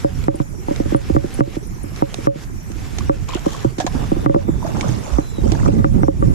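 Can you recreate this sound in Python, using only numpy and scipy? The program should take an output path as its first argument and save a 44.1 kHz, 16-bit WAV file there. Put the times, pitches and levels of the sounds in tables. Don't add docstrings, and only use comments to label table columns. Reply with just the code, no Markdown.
import sys
import numpy as np
from scipy import signal
from scipy.fft import rfft, irfft, next_fast_len
from scipy.io import wavfile
from scipy.ndimage import uniform_filter1d, minimum_filter1d, map_coordinates

SR = 44100
rng = np.random.default_rng(int(sys.argv[2]) if len(sys.argv) > 2 else 0)


def dump(signal):
    limited = np.clip(np.atleast_2d(signal).T, -1, 1)
    pcm = np.round(limited * 32767).astype(np.int16)
    wavfile.write(sys.argv[1], SR, pcm)


N = 279575

# f/Hz, t60/s (time to fade by 60 dB), left/dB, right/dB, phase lead on the right/rad
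MOUNT_TONES = [(129.3, 0.25, -14.5, -4, 2.83), (306.2, 0.081, -10.5, -5.5, 0.2),
               (367, 0.0099, -24.5, -14.5, 0.1), (552, 0.14, -8, -7, 3.228),
               (757, 0.036, -14.5, -13.5, 3.41), (920, 0.039, -12.5, -11.5, 2.88),
               (1144, 0.038, -15, -13.5, 2.66), (2010, 0.019, -22.5, -30, 4.4)]


def amp(db):
    return 10 ** (np.asarray(db) / 20)


def unit(x):
    return x / np.sqrt(np.mean(x ** 2) + 1e-20)


def wobble(rate):
    return map_coordinates(rng.standard_normal(int(N * rate / SR) + 4), [np.arange(N) * rate / SR])


def filtered(x, response):
    n = x.shape[-1]
    padded = next_fast_len(n + 8192)
    return irfft(rfft(x, padded) * response(np.fft.rfftfreq(padded, 1 / SR)), padded)[..., :n]


def coloured(x, points):
    f, db = np.transpose(points)
    return unit(filtered(x, lambda hz: amp(np.interp(np.log(hz + 1), np.log(f + 1), db))))


def add(track, s, sound):
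    part = track[:, max(round(s * SR), 0):][:, :sound.shape[-1]]
    part += sound[..., :part.shape[1]]


def spread(pair, side_db, pan_db):
    side = amp(side_db) * pair[1]
    return np.array([pair[0] + side, pair[0] - side]) * amp([[pan_db / 2], [-pan_db / 2]])


def swell(start, length, rise_s, fall_s):
    t = np.arange(N) / SR
    return np.exp(-np.maximum(start - t, 0) / rise_s - np.maximum(t - start - length, 0) / fall_s)


def swells(rows, rise_s, fall_s):
    powers = (np.outer(amp(dbs), swell(start, length, rise_s, fall_s)) ** 2
              for start, length, *dbs in rows)
    return np.sqrt(sum(powers))


def patchy(depth_db):
    spectra = signal.stft(rng.standard_normal((2, N)), nperseg=512)[2]
    patches = uniform_filter1d(rng.standard_normal(spectra.shape[1:]), size=6, axis=0)
    patches = uniform_filter1d(patches, size=7, axis=1)
    return signal.istft(spectra * amp(depth_db * unit(patches)), nperseg=512)[1][:, :N]


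def crackle(rate, scatter_db):
    hit = rng.random(N) < rate / SR
    return unit(hit * amp(scatter_db * rng.standard_normal(N)) * rng.standard_normal((2, N)))


def blip(hz, cycles, rise=0):
    turns = np.arange(0, 3 * cycles, hz / SR)
    age = turns / cycles
    tone = np.sin(2 * np.pi * turns * (1 + rise * np.minimum(age, 2) / 2))
    return tone * np.exp(-2 * age) * (1 - np.exp(-turns))


def blips(count, centre_hz, octaves, cycles, rise=0):
    out = np.zeros((2, N))
    for s, (pitch, *gains) in zip(rng.random(count) * N / SR, rng.standard_normal((count, 3))):
        add(out, s, np.outer(gains, blip(centre_hz * 2 ** (octaves * pitch), cycles, rise)))
    return unit(out)


def ringing(tones, t):
    return sum(amp(db + 2 * rng.standard_normal() - 60 * t / t60) * np.sin(2 * np.pi * hz * t)
               for hz, db, t60 in tones)


def mount_ring(vary_db, damping):
    t = np.arange(SR // 6) / SR
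    ring, main_hz = np.zeros((2, len(t))), MOUNT_TONES[1][0]
    for hz, t60, left_db, right_db, lead in MOUNT_TONES:
        load = damping * main_hz / hz
        colour_db = vary_db * rng.standard_normal() * (hz != main_hz)
        fade = amp(colour_db - 60 * t / t60) * np.exp(-load * t)
        pitch = hz * np.exp(0.0005 * load * (1 + rng.standard_normal()))
        phase = 2 * np.pi * pitch * t + np.array([[0], [lead]])
        ring += fade * amp([[left_db], [right_db]]) * np.sin(phase)
    return ring


def insects():
    buzz_colour = [(2600, -68), (3350, 0), (3550, 10), (3800, 1), (4600, -52)]  # f/Hz, level/dB
    buzz = coloured(rng.standard_normal((2, N)), buzz_colour)
    return amp(-51) * swell(start=4.03, length=0, rise_s=0.068, fall_s=1.6) * buzz


def whistle():
    # start/s, length/s, f/Hz, pitch fall/(Hz per s), level/dB
    notes = [(5.23, 0.084, 4030, 202, -47.5), (5.346, 0.053, 3950, 2000, -45.5)]
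    out, t = np.zeros(N), np.arange(N) / SR
    for start, length, pitch_hz, sag, db in notes:
        hz = (pitch_hz - sag * (t - start)) * (1 + 0.007 * wobble(220))
        tone = np.sin(2 * np.pi * np.cumsum(hz) / SR)
        out += amp(db) * swell(start, length, rise_s=0.012, fall_s=0.012) * tone
    return out


def wind():
    # f/Hz, level/dB
    rumble_colour = [(12, -32), (25, -1.5), (55, -3.5), (120, -6), (180, -12), (280, -19.5), (500, -40.5),
                     (1200, -51.5), (3000, -83)]
    # start/s, length/s, level/dB
    gusts = [(.14, 0.12, -27.5), (.84, 0.37, -28), (3.02, 0.18, -26), (3.95, 0.6, -24.5), (5.45, 0.7, -21),
             (6.26, 0.15, -17)]
    breeze_db = -32.5
    lumps = amp(1.8 * np.array([wobble(16), wobble(16)]))
    rumble = unit(lumps * coloured(rng.standard_normal((2, N)), rumble_colour))
    gust, = swells(gusts, rise_s=0.07, fall_s=0.17)
    return np.hypot(amp(breeze_db), gust) * spread(rumble, side_db=1.5, pan_db=-7.5)


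def water():
    # f/Hz, level/dB
    hiss_colour = [(1470, -2.5), (2400, 2), (3000, -10), (4650, -7.5), (5690, 6), (6130, 0), (6850, 3.5),
                   (8700, -3.5), (13200, -4), (14900, -23)]
    # f/Hz, level/dB
    wash_colour = [(250, -16), (750, 6), (2500, -5), (5000, -62)]
    hiss = amp(-50) * coloured(patchy(depth_db=4.0), hiss_colour)
    wash = amp(-55) * coloured(patchy(depth_db=-2.5), wash_colour)
    laps = amp(-45) * blips(count=260, centre_hz=346.6, octaves=0.246, cycles=5.6, rise=0.034)
    trickle = amp(-55 + 1.5 * wobble(12)) * blips(count=1500, centre_hz=900, octaves=0.5, cycles=5)
    return (spread(hiss, side_db=1.0, pan_db=-1) + spread(wash, side_db=7, pan_db=0)
            + spread(laps + trickle, side_db=-1, pan_db=0.5))


def fish():
    # start/s, length/s, spray/dB, bubbles/dB, slap/dB
    thrashes = [(3.289, 0.0061, -39.5, -34, -36.5), (3.326, 0.039, -44, -36.5, -41),
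                (3.45, 0.084, -43.5, -40.5, -60), (3.535, 0.11, -42.5, -42, -54.5)]
    # f/Hz, level/dB
    spray_colour = [(820, -23), (2000, -29), (3120, 4), (5020, -3), (7320, 4), (8150, -9), (15600, -18)]
    # t/s, level/dB, f/Hz
    plops = [(3.007, -20.5, 1110), (3.292, -16.5, 1020), (3.334, -14.5, 990), (3.336, -15, 3170),
             (3.37, -22.5, 710), (3.547, -18.5, 1090), (3.802, -11, 746), (3.868, -14.5, 710),
             (3.876, -17, 1000), (4.627, -15.5, 950), (4.65, -12.5, 658), (4.688, -21, 629),
             (4.83, -18.5, 1080), (5.548, -20, 880), (5.552, -23, 1620)]
    thrown, churned, slapped = swells(thrashes, rise_s=0.005, fall_s=0.032)
    drops = blips(count=6000, centre_hz=3620, octaves=0.74, cycles=24)
    spray = thrown * coloured(drops + amp(10) * crackle(rate=2000, scatter_db=9), spray_colour)
    slap = slapped * blips(count=6000, centre_hz=2900, octaves=0.35, cycles=5)
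    gurgle = churned * blips(count=6000, centre_hz=1050, octaves=0.6, cycles=9, rise=0.12)
    for s, db, hz in plops:
        add(gurgle, s, amp(db) * np.outer([1, rng.standard_normal() / 2], blip(hz, 7.5, rise=0.018)))
    return spread(spray + slap + gurgle, side_db=-1, pan_db=0.5)


def sleeve():
    # start/s, length/s, crackle/dB, flapping/dB, drag/dB
    arm_moves = [(3.95, 0.07, -69, -35.5, -32.5), (4.16, 0.38, -71, -43.5, -32),
                 (4.655, 0.022, -47, -32.5, -28), (4.765, 0.11, -45, -33, -26.5),
                 (4.885, 0.084, -45, -41.5, -27), (5.04, 0.15, -48, -38, -41),
                 (5.445, 0.087, -47.5, -38.5, -24), (5.53, 0.12, -48.5, -39.5, -43),
                 (5.665, 0.064, -45, -39, -16.5), (5.765, 0.035, -71, -62, -16),
                 (5.96, 0.078, -77, -41.5, -19.5), (6.23, 0.066, -69.5, -67, -21)]
    # f/Hz, level/dB
    cloth_colour = [(940, -37), (1500, 12), (2360, 12), (3850, 1), (6270, 13.5), (9640, 10), (11500, -46)]
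    # f/Hz, level/dB
    rub_colour = [(25, -29), (55, 4), (125, -2), (290, 1), (420, 5), (800, -17), (1600, -35), (4000, -59)]
    # t/s, level/dB, f/Hz
    bumps = [(1.121, -7, 76.6), (2.356, -13, 151), (3.658, -5.5, 129.4), (3.95, -9.5, 248),
             (4.885, -6.5, 119), (5.121, -7.5, 55.5), (5.443, -21, 130), (5.52, -9.5, 318), (5.7, -2, 122),
             (5.768, -11, 174), (5.913, -12, 204), (6.259, -7.5, 111.5)]
    crackling, flapping, dragging = swells(arm_moves, rise_s=0.03, fall_s=0.046)
    snags = amp(2 * wobble(70))
    threads = blips(count=9000, centre_hz=4600, octaves=0.45, cycles=14)
    threads += crackle(rate=1100, scatter_db=2) / 2
    fibres = crackling * coloured(threads, cloth_colour)
    folds = flapping * unit(snags * blips(count=8000, centre_hz=800, octaves=0.55, cycles=3))
    grains = blips(count=4000, centre_hz=160, octaves=0.5, cycles=3)
    slips = coloured(grains + amp(-1) * snags * crackle(rate=1100, scatter_db=3), rub_colour)
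    drag = dragging * unit(amp(1.5 * wobble(22)) * slips)
    tugs = crackle(rate=1100, scatter_db=3)[:1]
    ring = signal.fftconvolve(tugs, mount_ring(vary_db=0, damping=0), axes=1)[:, :N]
    scrape = amp(-5) * dragging * unit(ring)
    for s, db, hz in bumps:
        add(drag, s, amp(db) * np.outer([1, -0.5], blip(hz, cycles=4.17)))
    cloth = spread(fibres + folds, side_db=1.5, pan_db=-4.5)
    return cloth + spread(drag, side_db=1.5, pan_db=-9) + scrape


def reel():
    # f/Hz, level/dB
    whirr_colour = [(400, 9.5), (656, -2.5), (1570, -0.5), (2600, -2.5), (4070, -8.5), (4940, -7.5),
                    (7310, -11), (9000, -18), (12200, -20.5), (19800, -70)]
    # start/s, length/s, level/dB
    pulls = [(0, 0.42, -39), (.745, 0.073, -36), (.89, 0.67, -37), (1.97, 0.47, -38.5), (2.81, 0.43, -38.5),
             (3.35, 0.35, -39), (3.95, 0.48, -38), (4.77, 0.39, -41.5)]
    line_db, growth_db_per_s = -49.5, 1.5
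    grain = unit(patchy(depth_db=2.5)) + amp(-4) * crackle(rate=1100, scatter_db=2)
    whirr = spread(coloured(grain, whirr_colour), side_db=-4, pan_db=-1.5)
    line = amp(line_db + growth_db_per_s * (np.arange(N) - N / 2) / SR)
    pull, = swells(pulls, rise_s=0.082, fall_s=0.011)
    crank = wobble(11)
    whine_hz = 720 * (1 + 0.05 * crank)
    whine = amp(-14 + 3 * crank) * np.sin(2 * np.pi * np.cumsum(whine_hz) / SR)
    return np.hypot(line, pull) * amp(1.7 * wobble(22)) * whirr + pull * whine


def tackle():
    # t/s, level/dB, relative body/dB, t60/s, relative frame ring/dB
    clicks = [(0.24, -30, -19, 0.0087, -13), (0.7611, -29.5, -14, 0.015, -12),
              (1.961, -33.5, -13, 0.021, -29), (2.143, -19.5, -7, 0.013, -36),
              (2.718, -34.5, -14, 0.012, -28), (2.9846, -24.5, -6.5, 0.031, -10),
              (3.783, -33.5, 0, 0.12, -16), (3.801, -26, 8, 0.092, -5), (3.8654, -25, 6, 0.053, -14),
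              (4.81, -25.5, -25, 0.029, 3.5), (5.519, -25, -4.5, 0.029, -31)]
    # f/Hz, level/dB
    snap_colour = [(1200, -1.5), (2300, -2), (2900, -1), (3700, 1.5), (5000, -4), (6600, 0), (8500, -8.5),
                   (11000, -31), (14000, -56)]
    # f/Hz, level/dB
    body_colour = [(290, -34), (500, 7.5), (744, 21), (1020, -4), (1400, -1.5), (1700, 10), (3000, -40)]
    # f/Hz, level/dB, t60/s
    frame_tones = [(2250, 5.5, 0.02)]
    # t/s, strength/dB
    pings = [(0.3561, -18), (0.962, -12), (1.341, -18), (1.6711, -21.5), (1.8317, -22.5)]
    # f/Hz, level/dB, t60/s
    steel_tones = [(9120, -5, 0.04), (10250, -16, 0.093), (10700, -19, 0.049)]
    out, t = np.zeros((2, N)), np.arange(SR // 5) / SR
    for s, db, body_db, t60, ring_db in clicks:
        snap = coloured(rng.standard_normal((2, len(t))), snap_colour)
        body = coloured(rng.standard_normal((2, len(t))), body_colour)
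        add(out, s, amp(db - 60 * t / t60) * (snap + amp(body_db) * body))
        add(out, s, amp(db + ring_db) * np.outer([1, -0.5], ringing(frame_tones, t)))
    for s, db in pings:
        add(out, s, amp(db - 8) * ringing(steel_tones, t))
    return spread(out, side_db=1.0, pan_db=-4.5)


def smacks():
    # t/s, level/dB, f/Hz
    hits = [(0.401, -4.5, 1030), (0.684, -6, 875), (3.461, -5.5, 1050), (3.645, -26, 760),
            (4.2609, 8.5, 1160), (4.343, 3, 1040), (5.632, -8, 1220), (5.661, 1.5, 1210), (5.844, 6, 1280),
            (6.0324, -2, 1500), (6.081, -3.5, 955)]
    out = np.zeros((2, N))
    for s, db, hz in hits:
        add(out, s, amp(db) * np.outer([1, -0.3], blip(hz, cycles=2.9)))
    return out


def knocks():
    # t/s, strength/dB, treble cutoff/Hz (high = hard)
    hits = [(0.046, -1, 1370), (0.283, 9, 1820), (0.342, -6.5, 473), (0.4011, -5.5, 1440),
            (0.684, -11, 1570), (0.709, -6, 694), (0.799, -2, 456), (0.855, -12, 469), (0.919, -3.5, 349),
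            (0.947, 6.5, 1590), (1.097, -2, 373), (1.145, -4, 355), (1.165, 5, 1450), (1.24, -4.5, 444),
            (1.387, -4, 383), (1.407, 10, 1720), (1.473, -10, 562), (1.565, -4.5, 387), (1.837, -16, 476),
            (2.023, 2.5, 1310), (2.183, -12.5, 454), (2.2714, 15, 1710), (2.354, -11, 438),
            (2.697, -18, 379), (3.0958, 6.5, 1130), (3.349, -6.5, 382), (3.462, -2.5, 437), (3.646, 1, 500),
            (3.781, -9.5, 434), (3.841, -8.5, 395), (4.117, -1, 620), (4.1639, -7.5, 450),
            (4.2618, 12, 3030), (4.296, 7, 1180), (4.3464, 4.5, 2000), (4.36, 9, 570), (4.481, -10, 960),
            (4.487, 1, 498), (4.887, -13, 293), (5.1842, -1.5, 820), (5.38, -10, 414), (5.456, -11.5, 450),
            (5.659, -14.5, 2500), (5.684, 2, 435), (5.845, -1, 7000), (6.034, -1, 3630), (6.082, 8, 601),
            (6.225, -6, 1880), (6.276, -11.5, 420)]
    out, main_hz = np.zeros((2, N)), MOUNT_TONES[1][0]
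    for s, db, cutoff_hz in hits:
        lag = 4 / cutoff_hz
        bass_hz = 19000 * lag
        contact = lambda hz: (1 + 1j * hz / cutoff_hz) ** -2.5 * hz ** 2 / (hz ** 2 + bass_hz ** 2)
        travel = lambda hz: np.exp(-4j * np.pi * lag * np.sqrt(main_hz * hz))
        treble_rolloff = lambda hz: 1 / np.sqrt(1 + (hz / 2600) ** 8)
        ring = mount_ring(vary_db=3.4, damping=8000 * lag)
        knock = filtered(ring, lambda hz: contact(hz) * travel(hz) * treble_rolloff(hz))
        add(out, s - lag / 2, amp(db + 4) * knock / abs(contact(main_hz)))
    return out


def scene():
    return (knocks() + smacks() + tackle() + reel() + water() + fish()
            + sleeve() + wind() + whistle() + insects())


def limited(x, ceiling, release_s):
    excess = np.maximum(np.log(np.abs(x).max(axis=0) / ceiling + 1e-9), 1e-9)
    excess = -minimum_filter1d(-excess, size=64)
    clock = np.arange(N) / SR / release_s
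    cut = np.exp(np.maximum.accumulate(np.log(excess) + clock) - clock)
    return x * np.exp(-uniform_filter1d(cut, size=64))


def record(dry):
    top_hz = 14400
    held = limited(dry, ceiling=0.87, release_s=0.076)
    return filtered(held, lambda hz: 1 / (1 + (hz / top_hz) ** 80))


dry = scene()
out = record(dry)
dump(out)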